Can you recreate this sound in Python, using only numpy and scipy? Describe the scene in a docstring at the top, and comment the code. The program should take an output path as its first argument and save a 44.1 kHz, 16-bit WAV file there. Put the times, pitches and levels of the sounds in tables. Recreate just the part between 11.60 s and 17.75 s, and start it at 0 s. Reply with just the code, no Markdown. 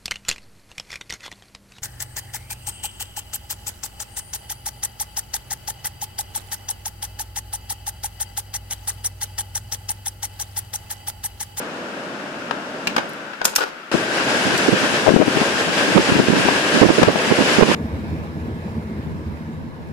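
"""Storm wind in garden conifers

Wind rushes through the needles of tall conifers, heard from a hand-held camera. At first the house
shelters it, and clacks, scrapes and snaps sound close by as it passes a stiff plant. Then, abruptly,
it is out in the open: the trees roar, and eddies buffet and overload its two microphone ports."""
import sys
import numpy as np
from scipy import signal
from scipy.fft import rfft, irfft, next_fast_len
from scipy.io import wavfile
from scipy.ndimage import uniform_filter1d

SR = 44100
rng = np.random.default_rng(int(sys.argv[2]) if len(sys.argv) > 2 else 0)


def wrap_up_sound(samples):
    """Save the sound to the file named by the first command line argument, as 16-bit audio."""
    columns = np.atleast_2d(samples).T
    # keep every value between -1 and 1, then stretch to whole-number steps
    tamed = np.clip(columns, -1, 1)
    steps = np.round(tamed * 32767).astype(np.int16)
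    wavfile.write(sys.argv[1], SR, steps)


N = 271170
T = np.arange(N) / SR

# Heard level of the sheltered wind, dropping around the close knocks: time_s, fader_db
SHELTERED_FADER = [(0.0, -31), (0.67, -32), (1.36, -31), (1.54, -33), (1.81, -37), (2.1, -37.5),
                   (2.3, -39.5)]
# Heard level of the trees in the open: gusts, plus drawn-in ducking after heavy buffets:
# time_s, fader_db
OPEN_FADER = [(2.32, -28.5), (2.38, -30), (2.5, -31.5), (2.57, -26), (2.66, -29), (2.71, -24.5),
              (3.15, -24.5), (3.33, -24.5), (3.63, -30.5), (3.69, -27.5), (3.82, -23.5), (3.95, -27),
              (4.0, -24.5), (4.1, -29), (4.19, -21), (4.32, -25.5), (4.45, -20.5), (4.65, -26), (4.87, -22),
              (5.08, -24.5), (5.18, -21.5), (5.4, -23), (5.52, -28), (5.92, -20), (6.05, -23.5),
              (6.14, -19)]
# Tone of the trees in each place: frequency_hz, gain_db
SHELTERED_TONE = [(25, -25), (80, -28), (170, -3), (260, 2), (440, -3.5), (600, 1.5), (950, -9),
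                  (1400, -3.5), (2000, -8.5), (3200, -12), (5500, -20.5), (9000, -28), (12000, -37.5),
                  (15000, -58)]
OPEN_TONE = [(25, -45), (80, -19), (190, -1), (380, 1), (620, 0), (950, -9), (1400, -6.5), (2000, -7.5),
             (3200, -8.5), (5200, -14.5), (8000, -20), (10500, -25), (12500, -34), (15000, -55)]
# Stereo image of the trees, centred low down and wide on top: frequency_hz, correlation
TREE_CORRELATION = [(60, 0.69), (200, 0.97), (600, 0.85), (900, 0.53), (1250, 0.052), (1900, -0.11),
                    (2600, -0.061), (4000, 0.023), (8000, 0.0092)]
# Time the house echo takes to fall 60 dB: frequency_hz, decay_s
WALL_DECAY = [(200, 0.57), (2000, 0.26), (6000, 0.25), (14000, 0.16)]
# Fixed peaks and dips of the cavity behind each microphone port: centre_hz, width_hz, gain_db
LEFT_PORT = [(944, 224, 4.5), (1575, 870, 6), (2040, 190, -3), (2740, 530, 6.5), (4050, 560, -2.5),
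             (5080, 560, 5.5), (6900, 2300, 2.5), (10000, 12600, -4.5)]
RIGHT_PORT = [(713, 99, -4.5), (1450, 270, -3.5), (2070, 350, 1.3)]
# Main ring of the left cavity, shifting with the grip: time_s, pitch_hz, gain_db
GRIP_RING = [(0, 1490, -4.5), (1.38, 1600, -8), (1.7, 1520, 3.5), (1.85, 1450, 1.5), (2.02, 1310, -12),
             (2.25, 1300, 1), (2.4, 1590, 4), (3.6, 1600, -0.5), (5.0, 1626, 0), (6.1, 1710, -9)]
# Close knocks, ticks and scrapes:
# start_s, length_s, level_db, left_over_right_db, tilt_db_per_octave, ring_hz, thud_db
KNOCKS = [(0.9101, 0.0014, -12, 4.5, -4.5, 1200, -36), (1.2712, 0.0095, -17, 0.5, -0.5, 2490, -23),
          (1.3635, 0.0043, -12.5, 1, -2, 1550, -20.5), (1.38, 0.011, -17, -6, -5, 1570, -27),
          (1.493, 0.0016, -32, -9, 13, 9000, -58), (1.533, 0.0021, -36, -4, 13, 9000, -53),
          (1.733, 0.0099, -38, 9, -5, 2800, -60), (1.8146, 0.0029, -16.5, 1, -5.5, 740, -40),
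          (1.852, 0.0074, -20.5, 0, -6, 1200, -27), (1.867, 0.037, -30, 3, -4.5, 515, -41),
          (1.933, 0.012, -32.5, 3, -5, 990, -60), (1.982, 0.016, -22, 2, -2.5, 1250, -45),
          (2.004, 0.061, -23.5, -0.5, -4.5, 1430, -48), (2.059, 0.069, -43.5, -1, 0, 1100, -60),
          (2.978, 0.0021, -16.5, 6, 6, 8000, -58), (5.431, 0.0029, -6, 5, -4.5, 1140, -44)]
# Sharp, close snaps: start_s, level_db, left_over_right_db
SNAPS = [(1.8509, -5.5, 2), (1.959, -6, 1)]
# Tone of a clack and of a snap: frequency_hz, gain_db
CLACK_TONE = [(40, -16), (150, -19), (450, 9), (900, 4.5), (2500, 2), (4000, 5.5), (5500, 0), (9000, -9),
              (15000, -13)]
SNAP_TONE = [(100, -27), (600, -9), (1500, -2), (2600, 2.5), (4000, 0.5), (7000, 4), (10000, 0.5),
             (14500, 1.5)]
# Rings a snap excites at the left port: centre_hz, width_hz, gain_db
SNAP_RINGS = [(5250, 520, 8), (6200, 690, 8.5)]
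# Light turbulence at the ports: time_s, left_db, right_db
TURBULENCE = [(2.3, -46, -46), (2.9, -38, -30.5), (3.6, -29, -36.5), (4.1, -31.5, -35), (4.3, -23, -27),
              (4.45, -24, -25), (4.8, -25, -18.5), (5.08, -37, -35), (5.6, -30, -48), (5.9, -37, -22),
              (6.14, -32, -29)]
# Strong eddies hitting a port: start_s, length_s, level_db, corner_hz, side (-1 left, 1 right)
BUFFETS = [(2.337, .022, -9, 367, -1), (2.85, 0.044, -19, 258, 1), (2.929, .028, -20.5, 280, -1),
           (3.08, .016, -6.5, 423, 1), (3.124, 0.024, -8, 380, 1), (3.461, 0.015, -9, 750, -1),
           (3.472, 0.019, -3.5, 716, -1), (3.488, 0.024, -3.5, 564, -1), (3.511, 0.017, -9, 450, -1),
           (3.537, .016, -5, 340, -1), (3.556, 0.038, -5, 466, -1), (3.594, 0.024, -7.5, 330, -1),
           (3.608, 0.031, -8, 595, -1), (3.674, 0.015, -9, 355, -1), (3.755, 0.028, -13.5, 333, -1),
           (3.809, 0.014, -12.5, 320, -1), (4.3753, 0.0072, 3.5, 716, 1), (4.39, 0.018, -14, 300, 1),
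           (4.395, .016, -14, 300, -1), (4.489, 0.016, -10, 378, 1), (4.515, .013, -14, 350, -1),
           (4.519, .01, -10, 340, 1), (4.552, 0.019, -11, 330, -1), (4.589, 0.015, -6, 480, -1),
           (4.683, 0.006, -3, 475, 1), (4.695, 0.016, -7.5, 330, 1), (4.723, .018, -9.5, 400, 1),
           (4.85, 0.016, -14.5, 353, -1), (4.884, 0.0087, -6, 800, -1), (5.133, 0.053, -12.5, 340, 1),
           (5.216, 0.0087, 3, 645, 1), (5.227, .012, 4, 673, 1), (5.241, 0.029, -4, 420, 1),
           (5.288, 0.0075, -4, 500, 1), (5.301, 0.013, -1.5, 370, 1), (5.381, 0.022, -5.5, 420, 1),
           (5.415, 0.02, -9, 340, 1), (5.43, 0.0082, 1, 680, -1), (5.469, 0.01, -12, 380, -1),
           (5.476, 0.0074, -5.5, 420, 1), (5.483, .014, -3.5, 600, 1), (5.556, 0.0084, -10, 755, -1),
           (5.701, 0.014, -13.5, 300, 1), (5.712, 0.018, -5.5, 423, 1), (5.782, 0.013, -8.5, 320, 1),
           (5.802, 0.027, -9.5, 338, 1), (5.982, .02, -5, 433, 1), (6.004, 0.01, -1.5, 650, 1),
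           (6.023, 0.014, 5, 564, 1), (6.079, 0.032, -9, 330, 1), (6.114, 0.0082, -7, 850, 1)]


def gain_of(db):
    """Decibels to amplitude."""
    return 10 ** (np.asarray(db) / 20)


def panned(db, pan_db):
    """Left and right gains, pan_db apart."""
    return gain_of([[db + pan_db / 2], [db - pan_db / 2]])


def unit_rms(x):
    """Scales to an rms of one."""
    return x / np.sqrt(np.mean(x ** 2) + 1e-20)


def curve_at(points, hz):
    """Reads a table along a log-frequency axis."""
    f, value = np.transpose(points)
    return np.interp(np.log(hz + 1), np.log(f + 1), value)


def bells(table, hz):
    """The dB curve of a few bell-shaped peaks and dips."""
    return sum(db * np.exp(-2 * ((hz - f) / width) ** 2) for f, width, db in table)


def add(mix, s, sound):
    """Lays a sound into the mix at time s."""
    part = mix[..., max(round(s * SR), 0):][..., :sound.shape[-1]]
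    part += sound[..., :part.shape[-1]]


def eq(x, curve):
    """Filters x by a dB curve, given as a function of frequency."""
    size = next_fast_len(x.shape[-1])
    gain = gain_of(curve(np.fft.rfftfreq(size, 1 / SR)))
    return irfft(rfft(x, size) * gain, size)[..., :x.shape[-1]]


def resonate(x, hz, width_hz):
    """A resonance of gain one that follows the curve hz."""
    turn = np.exp(2j * np.pi * np.cumsum(hz) / SR)
    pole = np.exp(-np.pi * width_hz / SR)
    return 2 * (turn * signal.lfilter([1 - pole], [1, -pole], x / turn)).real


def smoothed(noise, *sizes):
    """Blurs noise by one size per axis into a modulator of rms one."""
    for axis, size in enumerate(sizes):
        noise = uniform_filter1d(noise, size, axis=axis)
    return unit_rms(noise)


def wander(shape, per_s):
    """Random drift of rms one that changes about per_s times a second."""
    return unit_rms(eq(rng.standard_normal(shape), lambda hz: -10 * np.log10(1 + (hz / per_s) ** 6)))


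def trees(fader, tone, trim_db, patchy_db, flutter_db, sway_db, roar, rush, hiss):
    """Countless needles shed eddies: a wide bed of noise in which single boughs swell and fade."""
    frames, hz = N // 256 + 5, np.fft.rfftfreq(1024, 1 / SR)
    s, fader_db = np.transpose(fader)
    ride_db = np.interp(np.arange(frames) * 256 / SR, s, fader_db - fader_db.mean())[:, None]
    noise = rng.standard_normal((6, frames, 513))
    boughs, flutter = smoothed(noise[4], 16, 12), smoothed(noise[5], 4, 120)
    sway = smoothed(uniform_filter1d(rng.standard_normal(frames), size=14), 8)[:, None]
    shared = curve_at(TREE_CORRELATION, hz)
    left = noise[0] + 1j * noise[1]
    right = shared * left + np.sqrt(1 - shared ** 2) * (noise[2] + 1j * noise[3])
    # The roar of far trees, rush of boughs and hiss of needles each follow the fader by their own share.
    follows = curve_at([(500, roar), (2000, rush), (7000, hiss)], hz)
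    shape_db = curve_at(tone, hz) + follows * (ride_db + sway_db * sway)
    spectra = np.array([left, right]) * gain_of(shape_db + patchy_db * boughs + flutter_db * flutter)
    bed = signal.istft(spectra.swapaxes(1, 2), nperseg=1024, noverlap=768)[1][:, :N]
    return gain_of(trim_db + fader_db.mean()) * unit_rms(bed)


def house_echo(x, tilt_db_per_octave=-0.3):
    """The house throws back a short diffuse tail, treble dying first."""
    taps = rng.standard_normal((2, SR // 2)) * (rng.random((2, SR // 2)) < 0.1)
    hz, t, spectra = signal.stft(taps, SR, nperseg=256)
    decay = gain_of(-60 * t / curve_at(WALL_DECAY, hz)[:, None])
    tail = signal.istft(spectra * decay, SR, nperseg=256)[1]
    tail = eq(tail / np.linalg.norm(tail[0]), lambda hz: tilt_db_per_octave * np.log2((hz + 500) / 3000))
    return signal.fftconvolve(x, tail, axes=1)[:, :N]


def port_cavities(x):
    """Sound reaches each capsule through a small cavity; the left one rings."""
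    left = eq(x[0], lambda hz: bells(LEFT_PORT, hz))
    right = eq(x[1], lambda hz: bells(RIGHT_PORT, hz))
    s, ring_hz, ring_db = np.transpose(GRIP_RING)
    ring = resonate(left, np.interp(T, s, ring_hz), width_hz=174)
    return np.array([left + gain_of(np.interp(T, s, ring_db)) * ring, right])


def thuds(pitch_hz=225, decay_s=0.0041):
    """The camera body answers each knock with a few dull swings."""
    out, t = np.zeros((2, N)), np.arange(4096) / SR
    thud = np.sin(2 * np.pi * pitch_hz * t) * t / decay_s * np.exp(1 - t / decay_s)
    for s, *_, thud_db in KNOCKS:
        add(out, s, gain_of(thud_db) * thud)
    return out


def clacks(fall_s=0.0033, grain_db=3.0, shared=0.23, hollow_db=10.0, hollow_octaves=0.099):
    """Each contact is a short run of tiny slips with one hollow resonance and a fast release."""
    out, t = np.zeros((2, N)), np.arange(4096) / SR
    for s, length, db, pan_db, tilt_db, ring_hz, _ in KNOCKS:
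        noise = rng.standard_normal((4, len(t)))
        grain = gain_of(grain_db * smoothed(noise[3], 40))
        slips = (shared * noise[2] + (1 - shared) * noise[:2]) * grain
        slips = eq(slips, lambda hz: curve_at(CLACK_TONE, hz) + tilt_db * np.log2((hz + 500) / 2000))
        slips = eq(slips, lambda hz: hollow_db / (1 + (np.log2((hz + 1) / ring_hz) / hollow_octaves) ** 2))
        attack = np.minimum(t / (0.072 * length), 1)
        stroke = slips * attack * np.exp(-np.maximum(t - 0.57 * length, 0) / fall_s)
        stroke /= np.sqrt(np.sum(stroke ** 2) / (2 * length * SR))
        add(out, s, stroke * panned(db, pan_db))
    return out


def snaps(lead_s=0.0056, catch_db=-12, rise_s=0.0025, hold_s=0.0015, fall_s=0.0039, grain_db=1.0):
    """Each snap is a faint catch, then a bright release that rings the left port; the house echoes it."""
    out, t = np.zeros((2, N)), np.arange(4096) / SR
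    catch = gain_of(catch_db) * np.exp(-t / fall_s)
    since = t - lead_s
    release = np.clip(since / rise_s, 0, 1) * np.exp(-np.maximum(since - rise_s - hold_s, 0) / fall_s)
    for s, db, pan_db in SNAPS:
        noise = rng.standard_normal((3, len(t)))
        grain = gain_of(grain_db * smoothed(noise[2], 30))
        slips = unit_rms(eq(noise[:2], lambda hz: curve_at(SNAP_TONE, hz)) * grain)
        add(out, s - lead_s, slips * (catch + release) * panned(db, pan_db))
    direct = np.array([eq(out[0], lambda hz: bells(SNAP_RINGS, hz)), out[1]])
    return direct + gain_of(-8) * house_echo(out)


def eddy_tone(hz, corner_hz, low_cut_hz, crackle_db):
    """Turbulence rolls off above a corner, where tiny eddies crackle; the microphone sheds the bass."""
    swirl = 1 / (1 + (hz / corner_hz) ** 6.9)
    crackle = gain_of(crackle_db) ** 2 / (1 + (hz / (4 * corner_hz)) ** 6)
    return 10 * np.log10(swirl + crackle) - 10 * np.log10(1 + (low_cut_hz / (hz + 15)) ** 6)


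def rumble(lumpy_db=5.0, wake_db=-16.5, build_s=0.014, wake_s=0.035):
    """Light turbulence flutters at each port and swells around the buffets, gluing them together."""
    s, *port_db = np.transpose(TURBULENCE)
    power = gain_of([np.interp(T, s, db) for db in port_db]) ** 2
    for start, length, db, _, side in BUFFETS:
        away = np.clip(np.maximum((start - T) / build_s, (T - start - length) / wake_s), 0, 20)
        power[int(side > 0)] += gain_of(db + wake_db) ** 2 * np.exp(-2 * away)
    noise = rng.standard_normal((2, N))
    churn = eq(noise, lambda hz: eddy_tone(hz, corner_hz=330, low_cut_hz=198, crackle_db=-21))
    return np.sqrt(power) * unit_rms(churn * gain_of(lumpy_db * wander((2, N), per_s=12.4)))


def buffets(trim_db=-0.5, bass_cut_hz=88, sag_db=3.0, ragged_db=3):
    """Each strong eddy strikes one port alone, sputters and sags."""
    out = np.zeros((2, N))
    noises = rng.standard_normal((len(BUFFETS), 8192))
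    for (s, length, db, corner_hz, side), noise in zip(BUFFETS, noises):
        size = round(length * SR)
        sputter = noise * gain_of(ragged_db * wander(noise.shape, per_s=70))
        churn = eq(sputter, lambda hz: eddy_tone(hz, corner_hz, low_cut_hz=180, crackle_db=-23.5))
        push = signal.windows.tukey(size, 0.25) * gain_of(-sag_db * np.linspace(0, 1, size))
        add(out[int(side > 0)], s, gain_of(db + trim_db) * unit_rms(churn[:size] * push))
    return eq(out, lambda hz: -10 * np.log10(1 + (bass_cut_hz / (hz + 15)) ** 4))


def scene(open_at_s=2.3148, mic_hiss_db=-61):
    """Sheltered wind and close clacks, then a hard cut to the open storm and its buffets."""
    in_open = np.clip((T - open_at_s) / 0.0004, 0, 1)
    sheltered = trees(SHELTERED_FADER, SHELTERED_TONE, trim_db=-0.5, patchy_db=-0.03, flutter_db=0.38,
                      sway_db=-0.14, roar=1.73, rush=0.46, hiss=1.0)
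    storm = trees(OPEN_FADER, OPEN_TONE, trim_db=5.5, patchy_db=0.33, flutter_db=0.72,
                  sway_db=0.4, roar=0.46, rush=0.81, hiss=0.75)
    bed = (1 - in_open) * sheltered + in_open * storm
    knocks = clacks() + thuds()
    air = bed + knocks + gain_of(-7.5) * house_echo(knocks) + snaps()
    blows = in_open * rumble() + buffets()
    return port_cavities(air) + blows + gain_of(mic_hiss_db) * rng.standard_normal((2, N))


def record(dry, threshold_db=-11, squeeze=0.22, recovery_db_per_s=85, attack_s=0.01, top_hz=15000):
    """Gain control ducks both channels after a blow, the peaks clip, and a low-pass trims the top."""
    power = abs(uniform_filter1d(dry ** 2, size=300, axis=1)).max(0)
    power_db = 10 * np.log10(power + 1e-12)
    fall_db = T * recovery_db_per_s
    held_db = np.maximum.accumulate(power_db + fall_db) - fall_db
    over_db = np.maximum(held_db - threshold_db, 0)
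    lag = np.exp(-1 / (attack_s * SR))
    duck_db = squeeze * signal.lfilter([1 - lag], [1, -lag], over_db)
    clipped = np.clip(dry / gain_of(duck_db), -1, 1)
    low_pass = signal.firwin(255, top_hz, window=("kaiser", 7), fs=SR)
    return signal.oaconvolve(clipped, low_pass[None], "same")


dry = scene()
out = record(dry)
wrap_up_sound(out)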